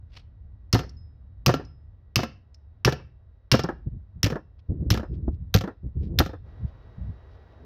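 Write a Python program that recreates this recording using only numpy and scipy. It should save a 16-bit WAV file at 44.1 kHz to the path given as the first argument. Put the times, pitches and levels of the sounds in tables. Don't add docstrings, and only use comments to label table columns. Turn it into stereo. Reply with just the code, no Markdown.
import sys
import numpy as np
from scipy import signal
from scipy.fft import rfft, irfft, next_fast_len
from scipy.io import wavfile
from scipy.ndimage import uniform_filter1d, map_coordinates

SR = 44100
rng = np.random.default_rng(int(sys.argv[2]) if len(sys.argv) > 2 else 0)


def dump(signal):
    limited = np.clip(np.atleast_2d(signal).T, -1, 1)
    pcm = np.round(limited * 32767).astype(np.int16)
    wavfile.write(sys.argv[1], SR, pcm)


N = 337365
T = np.arange(SR // 2) / SR
CLOCK = np.arange(N) / SR
MOVE_CLOSE_S = 3.75
SHADE_DB = -1


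def amp(db):
    return 10 ** (np.asarray(db) / 20)


def unit(x):
    return x / np.sqrt(np.mean(x ** 2) + 1e-20)


def along(points, hz):
    f, v = np.transpose(points)
    return np.interp(np.log(hz + 1), np.log(f + 1), v)


def wobble(rate):
    return map_coordinates(rng.standard_normal(int(N * rate / SR) + 4), [CLOCK * rate])


def noise(colour, alike, size=len(T)):
    common, *own = rng.standard_normal((3, size))
    alike = np.clip(alike, 0, 1)
    pair = np.sqrt(alike) * common + np.sqrt(1 - alike) * np.array(own)
    m = next_fast_len(size)
    gains = amp(along(colour, np.fft.rfftfreq(m, 1 / SR)))
    return unit(irfft(rfft(pair, m) * gains, m)[:, :size])


def fade(t60, attack=0.00051):
    rise = 1 - np.exp(-T / max(attack, 1e-5))
    return np.exp(-np.log(1000) * T / max(t60, 1e-3)) * rise


def swell(s, half):
    return np.exp(-np.minimum(((CLOCK - s) / half) ** 2, 20))


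def grit(depth_db, size):
    jumps = unit(uniform_filter1d(rng.standard_normal(len(T)), size=size))
    return unit(amp(depth_db * jumps))


def ring(modes, detune):
    draws = rng.standard_normal((len(modes), 4))
    out = 0
    for (hz, db, t60), d in zip(modes, draws):
        tone = np.sin(2 * np.pi * hz * (1 + detune * d[1]) * T + d[2:, None])
        out = out + amp(db + 2 * d[0]) * fade(t60) * tone
    return out


def pan(db):
    gains = amp([[db / 2], [-db / 2]])
    return gains / gains.mean()


def add(track, s, sound):
    part = track[:, round(s * SR):][:, :sound.shape[-1]]
    part += sound[..., :part.shape[1]]


def microphone(x, balance, lead_s):
    size = x.shape[-1]
    m = next_fast_len(size + len(T))
    hz = np.fft.rfftfreq(m, 1 / SR)
    side = np.array([[.5], [-.5]])
    gains = amp(side * along(balance, hz))
    lead = np.exp(2j * np.pi * side * hz * lead_s)
    return irfft(rfft(x, m) * gains / gains.mean(axis=0) * lead, m)[:, :size]


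# start in seconds, crack level in dB, bone pitch in Hz, bone note in dB
# and splintering in dB (both re the crack level), extra crack colour above 10 kHz in dB.
CHOPS = [(0.7282, -7.5, 5100, 1, -16, 0.5), (1.462, -7, 2634, -3.5, -11, 2.5),
         (2.1584, -9, 2650, 0.5, -10.5, 4.5), (2.8485, -7.5, 2644, -2, -11, -1),
         (3.516, -7.5, 2810, -2, -6, -2.5), (4.231, -9.5, 5365, 4.5, -20.5, -1),
         (4.9039, -8.5, 5110, 0, -12.5, 2), (5.5413, -5.5, 4120, -9, -12, 2),
         (6.1883, -5.5, 4190, 3, -13.5, 8)]
# multiple of its pitch, level in dB.
BONE_MODES = [(.87, -8.5), (1, -1.5), (1.07, -8)]
# frequency in Hz, level in dB per Hz.
CRACK_FAR = [(300, -22), (850, -18.5), (1150, -1), (2300, -13.5), (2750, -13.5), (3300, -15.5),
             (4300, -6.5), (5200, -1.5), (6200, -8.5), (7600, -38.5), (10000, -26.5), (12000, -22),
             (15000, -27), (17000, -41.5)]
CRACK_NEAR = [(300, -15.5), (700, -12), (1000, -11.5), (1650, -2), (2300, -8.5), (3300, -8.5), (4200, 0),
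              (5600, -4), (7000, -20.5), (8500, -38), (10500, -27.5), (12200, -12.5), (14500, -23.5),
              (17000, -35.5)]
# frequency in Hz, left-right difference in dB.
SIDE_FAR = [(700, 7), (1600, 12), (2700, 14.5), (5500, 13), (10000, 11.5), (14500, 1.5)]
SIDE_NEAR = [(1000, -11), (1750, -10.5), (2600, 1), (6500, 3), (9000, -2.5), (12000, -11.5)]
SPLINTER_S = 0.0097


def cracks():
    out = np.zeros((2, N))
    for s, db, bone_hz, bone_db, split_db, top_db in CHOPS:
        colour, balance = (CRACK_FAR, SIDE_FAR) if s < MOVE_CLOSE_S else (CRACK_NEAR, SIDE_NEAR)
        colour = [(hz, level + top_db * (hz > 10 ** 4)) for hz, level in colour]
        snap = amp(3.0) * fade(.007, attack=.0003)
        split_shape = (1 - np.exp(-T / 0.002)) / (1 + (T / SPLINTER_S) ** 6)
        splitting = amp(split_db) * grit(depth_db=2.0, size=30) * split_shape
        note = sum(amp(level) * np.sin(2 * np.pi * bone_hz * k * T) for k, level in BONE_MODES)
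        bone = amp(bone_db) * fade(0.021, attack=0.00037) * note
        crack = (snap + splitting) * noise(colour, alike=.7) + bone
        add(out, s, amp(db) * microphone(crack, balance, lead_s=0.00033))
    return out


# thud level in dB before a common trim, thud pitch in Hz,
# then delay in seconds after the crack and relative level in dB of the slam, the landing and the settling.
BOUNCES = [(-7, 112, 0.021, -6, .062, -14, .105, -30), (-9.5, 127, .029, -2.5, .077, -8.5, .134, -25.5),
           (-13, 120, 0.031, -11, .074, -11, 0.09, -30.5), (-9.5, 125, .027, -4.5, .075, -13, 0.15, -39),
           (-9, 125, 0.025, -3.5, .076, -9.5, .172, -14.5),
           (-10, 103, 0.031, -12.5, .07, -15.5, .125, -17.5),
           (-9.5, 110, 0.04, -14.5, .07, -16, .127, -23.5), (-5, 103, .009, -9.5, .068, -14, .134, -18.5),
           (-10.5, 91, .014, -3.5, .072, -18.5, .144, -28)]
# multiple of the thud pitch, level in dB, share of the decay time.
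BLOCK_MODES = [(.6, -15, 1.8), (1, -1.5, 0.77), (1.55, -9, 0.62), (2.7, -16, 0.73)]
THUD_DELAY_S, THUD_T60_S = .008, .17


def thuds():
    out = np.zeros((2, N))
    for (s, *_), (db, hz, *_) in zip(CHOPS, BOUNCES):
        body = 0
        for k, level, share in BLOCK_MODES:
            decay = fade(THUD_T60_S * share, attack=0.00047)
            body = body + amp(level) * decay * np.sin(2 * np.pi * hz * k * T)
        add(out, s + THUD_DELAY_S, amp(db + 1.0) * body * pan(-0.98))
    return out


# frequency in Hz, level in dB per Hz.
KNOCK_COLOUR = [(120, -13.5), (200, -2.5), (300, 10), (520, 3.5), (760, 0.5), (1300, -4), (1800, -2),
                (2100, -17.5), (5000, -53.5)]
# frequency in Hz, level in dB per Hz.
CLATTER_COLOUR = [(1200, -19), (2000, -0.5), (2900, -0.5), (4200, -3.5), (5600, -4.5), (6800, -10.5),
                  (8000, -24), (10500, -25.5), (12500, -12), (16000, -27)]
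# frequency in Hz, mean level in dB before a trim, decay t60 in seconds.
TRAYS = [(524.4, -6, 0.094), (725, -9.5, 0.1), (1257, -13, .1), (1355, -11.5, 0.12), (1656, -14.5, 0.076),
         (1745, -17.5, .13)]


def knock(contact, shade_db):
    db, thump_db, clatter_db, t60 = contact
    colour = [(hz, level + shade_db * (hz > 600)) for hz, level in KNOCK_COLOUR]
    wood = fade(t60, attack=0.00093) * noise(colour, alike=0.74) * pan(5)
    thump_hz = 165 * (1 + 0.42 * rng.standard_normal())
    thump = amp(thump_db + 3) * fade(0.087, attack=0.0021) * np.sin(2 * np.pi * thump_hz * T)
    clatter = amp(clatter_db + shade_db - 7) * fade(0.047) * noise(CLATTER_COLOUR, alike=0.1) * pan(20)
    trays = amp(shade_db - 4.0) * ring(TRAYS, detune=0.01) * pan(5.1)
    return amp(db - 7) * (wood + thump + clatter + trays)


# level in dB re its level in BOUNCES,
# thump and clatter in dB re the knock, all before the trims in knock(), and decay t60 of the wood in seconds.
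TIP = (-3, -4.5, -17.5, 0.0111)
SLAM = (-0.5, -3.5, -14, 0.07)
LANDING = (0.5, -4.5, -6, 0.0371)
ROCK = (-1, 4.5, -11.5, 0.1052)
SETTLE = (0, -8, -20.5, 0.1045)
TIP_SHARE, ROCK_SHARE = .6, .72


def knocks():
    out = np.zeros((2, N))
    for (s, *_), bounce in zip(CHOPS, BOUNCES):
        _, _, slam_s, slam_db, landing_s, landing_db, settle_s, settle_db = bounce
        shade_db = SHADE_DB * (s > MOVE_CLOSE_S)
        contacts = [(TIP_SHARE * slam_s, slam_db, TIP),
                    (slam_s, slam_db, SLAM),
                    (landing_s, landing_db, LANDING),
                    (ROCK_SHARE * settle_s, settle_db, ROCK),
                    (settle_s, settle_db, SETTLE)]
        for delay, db, contact in contacts:
            add(out, s + delay, amp(db) * knock(contact, shade_db))
    return out


# frequency in Hz, mean level in dB, decay t60 in seconds.
BLADE = [(1820, -12.5, 0.44), (2700, -6.5, 0.49), (5140, -7, 0.36)]
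# start in seconds, level in dB over that of its last mode.
PINGS = [(0.968, -43), (1.648, -55)]
CRUNCH_DB, BLADE_DB = -25, -45.5


def crunches():
    out = np.zeros((2, N))
    for s, *_ in CHOPS:
        fibres = grit(depth_db=6, size=60) * fade(0.16, attack=0.0058)
        crunch = amp(CRUNCH_DB) * fibres * noise(CLATTER_COLOUR, alike=0.087) * pan(14.0)
        blade_db = BLADE_DB + SHADE_DB * (s > MOVE_CLOSE_S)
        add(out, s, crunch + amp(blade_db) * ring(BLADE, detune=0.00049))
    for s, db in PINGS:
        add(out, s, amp(db) * ring(BLADE[-1:], detune=0.00029))
    return out


# start in seconds, level in dB.
TICKS = [(0.8931, -43), (1.65, -52.5), (2.544, -46.5), (3.5978, -28), (3.636, -29), (4.2616, -27)]
# middle in seconds, level in dB, half length in seconds.
RUBS = [(0.167, -51.5, 0.037), (4.595, -63, .008), (5.15, -67.5, .022), (5.341, -69, 0.014),
        (6.043, -64.5, 0.035), (6.688, -66, 0.016), (7.337, -70, 0.036), (7.52, -74, 0.029)]


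def scraps():
    out = np.zeros((2, N))
    click = fade(.03)
    tick_colour = [(1000, -16), (3500, -11.5), (5300, 7.5), (8000, -23.5), (15000, -32)]  # (Hz, dB per Hz)
    for s, db in TICKS:
        add(out, s, amp(db) * click * noise(tick_colour, alike=.4) * pan(4.7))
    catching = unit(amp(3.5 * wobble(200)))
    strokes = catching * sum(amp(db) * swell(s, half) for s, db, half in RUBS)
    rub_colour = [(600, -6), (1600, -4.0), (2600, 0.5), (5200, -5.5), (8000, -29), (15000, -37.5)]
    return out + strokes * noise(rub_colour, alike=.3, size=N)


# frequency in Hz, decay t60 in seconds.
YARD_T60 = [(100, 0.58), (500, 0.28), (2000, .33), (5500, 0.26), (9000, 0.14), (15000, 0.067)]


def yard(x):
    out = np.zeros((2, N))
    for start in range(0, N, len(T)):
        hz, t, z = signal.stft(rng.standard_normal((2, len(T))), SR, nperseg=256)
        decay = np.exp(-np.log(1000) * t / along(YARD_T60, hz)[:, None])
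        tail = signal.istft(z * decay, SR, nperseg=256)[1][:, :len(T)]
        tail = tail * (1 - np.exp(-T / 0.022))
        stretch = x.mean(axis=0)[None, start:start + len(T)]
        add(out, start / SR, signal.fftconvolve(stretch, tail / np.linalg.norm(tail[0]), axes=1))
    return out


# frequency in Hz, level in dB per Hz.
NUDGE_COLOUR = [(100, -7), (260, 3), (700, -6.5), (1300, -19.5), (2200, -50), (6000, -69)]
NUDGE_S, NUDGE_DB, NUDGE_T60_S = 5.279, -24, 0.049


def bump():
    out = np.zeros((2, N))
    thud = fade(NUDGE_T60_S, attack=.001) * noise(NUDGE_COLOUR, alike=.5)
    add(out, NUDGE_S, amp(NUDGE_DB) * thud * pan(3.4))
    return out


GUST_ATTACK_S, GUST_RELEASE_S, GUST_SWING_DB = 0.015, .018, 2


def gust(start, length):
    rise = np.clip((CLOCK - start) / GUST_ATTACK_S, 0, 1)
    return rise * np.exp(-np.clip((CLOCK - start - length) / GUST_RELEASE_S, 0, 20))


# time in seconds, level in dB before RUMBLE_DB is added.
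RUMBLE_COURSE = [(0.0, -46), (1.43, -45), (2.6, -54), (2.81, -46), (3.49, -55.5), (3.66, -42), (4.71, -52),
                 (4.83, -40), (5.5, -38), (5.65, -59.5), (5.86, -47), (6.07, -35), (6.35, -41.5),
                 (7.65, -51)]
# frequency in Hz, level in dB per Hz.
RUMBLE_COLOUR = [(15, -25.5), (28, -12), (50, -2), (72, 1.5), (105, -4), (140, -17), (280, -30.5),
                 (2500, -120)]
EDDY_COLOUR = [(15, -27), (35, -9.5), (65, 7), (115, 1.5), (180, -5.5), (260, -19.5), (1200, -120)]
FLUTTER_COLOUR = [(100, -31), (200, 1), (320, 3), (500, -10.5), (800, -30.5), (1500, -51), (7000, -120)]
# start in seconds, length in seconds, level in dB before
# the common buffeting gain, flutter in dB re the gust.
GUSTS = [(3.91, .06, -33.5, -25.5), (4.143, 0.047, -37.5, -27), (4.686, 0.29, -31, -12.5),
         (5.083, 0.25, -31.5, -16), (5.381, 0.058, -37, -28), (5.828, 0.047, -29, -19),
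         (5.948, 0.28, -30, -14.5), (6.587, 0.06, -35, -27), (6.978, .12, -32.5, -36.5),
         (7.596, .05, -42.5, -8)]
# middle in seconds, level in dB before that gain, flutter in dB re the eddy.
PUFFS = [(3.876, -21.5, -17.5), (4.702, -26.5, -17), (4.817, -23.5, -20), (5.288, -25.5, -9.5),
         (6.65, -28.5, -29)]
PUFF_HALF_S = 0.01
RUMBLE_DB, BUFFETING_DB = 1.5, 2.5


def wind():
    rumble = noise(RUMBLE_COLOUR, alike=.5, size=N)
    rumble_db = RUMBLE_DB + np.interp(CLOCK, *np.transpose(RUMBLE_COURSE))
    swing = amp(GUST_SWING_DB * wobble(25))
    pushes = [(amp(db) * swing * gust(s, length), flutter_db) for s, length, db, flutter_db in GUSTS]
    pushes += [(amp(db) * swell(s, PUFF_HALF_S), flutter_db) for s, db, flutter_db in PUFFS]
    eddy = sum(push for push, _ in pushes)
    flutter = sum(amp(flutter_db) * push for push, flutter_db in pushes)
    lumps = unit(amp(3 * wobble(120)))
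    thumping = eddy * noise(EDDY_COLOUR, alike=0.24, size=N)
    fluttering = flutter * lumps * noise(FLUTTER_COLOUR, alike=0.25, size=N)
    return amp(rumble_db) * rumble + amp(BUFFETING_DB) * (thumping + fluttering)


# frequency in Hz, level in dB per Hz.
AIR_COLOUR = [(100, -8), (250, 0), (450, 2.5), (680, -1.5), (1100, -6.5), (1800, -12), (2300, -19.5),
              (3800, -23), (5500, -29.5), (8000, -51), (16000, -47.5)]
# frequency in Hz, mean rms level in dB after the step up.
WHINE = [(646, -72.5), (1922, -76.5), (3844, -82)]
TRAFFIC_DB = -71
STEP_DB, STEP_AT_S, STEP_S = 14, 6.41, 0.062


def distance():
    step_db = STEP_DB * np.clip((CLOCK - STEP_AT_S) / STEP_S, 0, 1)
    whine = 0
    for hz, db in WHINE:
        level = amp(db + 1.1 * wobble(1.5)) * np.sqrt(2)
        whine = whine + level * np.sin(2 * np.pi * hz * CLOCK + 0.99 * wobble(8.2))
    traffic = amp(TRAFFIC_DB + step_db) * noise(AIR_COLOUR, alike=.3, size=N)
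    return traffic + amp(step_db - STEP_DB) * whine


# frequency in Hz, left-right difference in dB.
PORTS = [(1000, -1.5), (2500, 5), (5500, 3.5), (12000, -3.5)]


def scene():
    crack = cracks()
    rest = microphone(crunches() + knocks() + scraps() + thuds(), PORTS, lead_s=.00022)
    no_bass = signal.butter(2, 50, "highpass", fs=SR, output="sos")
    rest = signal.sosfilt(no_bass, rest)
    wet = amp(np.where(CLOCK < MOVE_CLOSE_S, -15, -24))
    reverberation = yard(wet * (crack + amp(-7) * rest)) * pan(7)
    return crack + rest + reverberation + wind() + bump() + distance()


TOP_HZ = 16300


def record(dry):
    rounded = dry / (1 + np.abs(dry / .9) ** 6) ** (1 / 6)
    m = next_fast_len(N + len(T))
    lowpass = 1 / (1 + (np.fft.rfftfreq(m, 1 / SR) / TOP_HZ) ** 120)
    return irfft(rfft(rounded, m) * lowpass, m)[:, :N]


dry = scene()
out = record(dry)
dump(out)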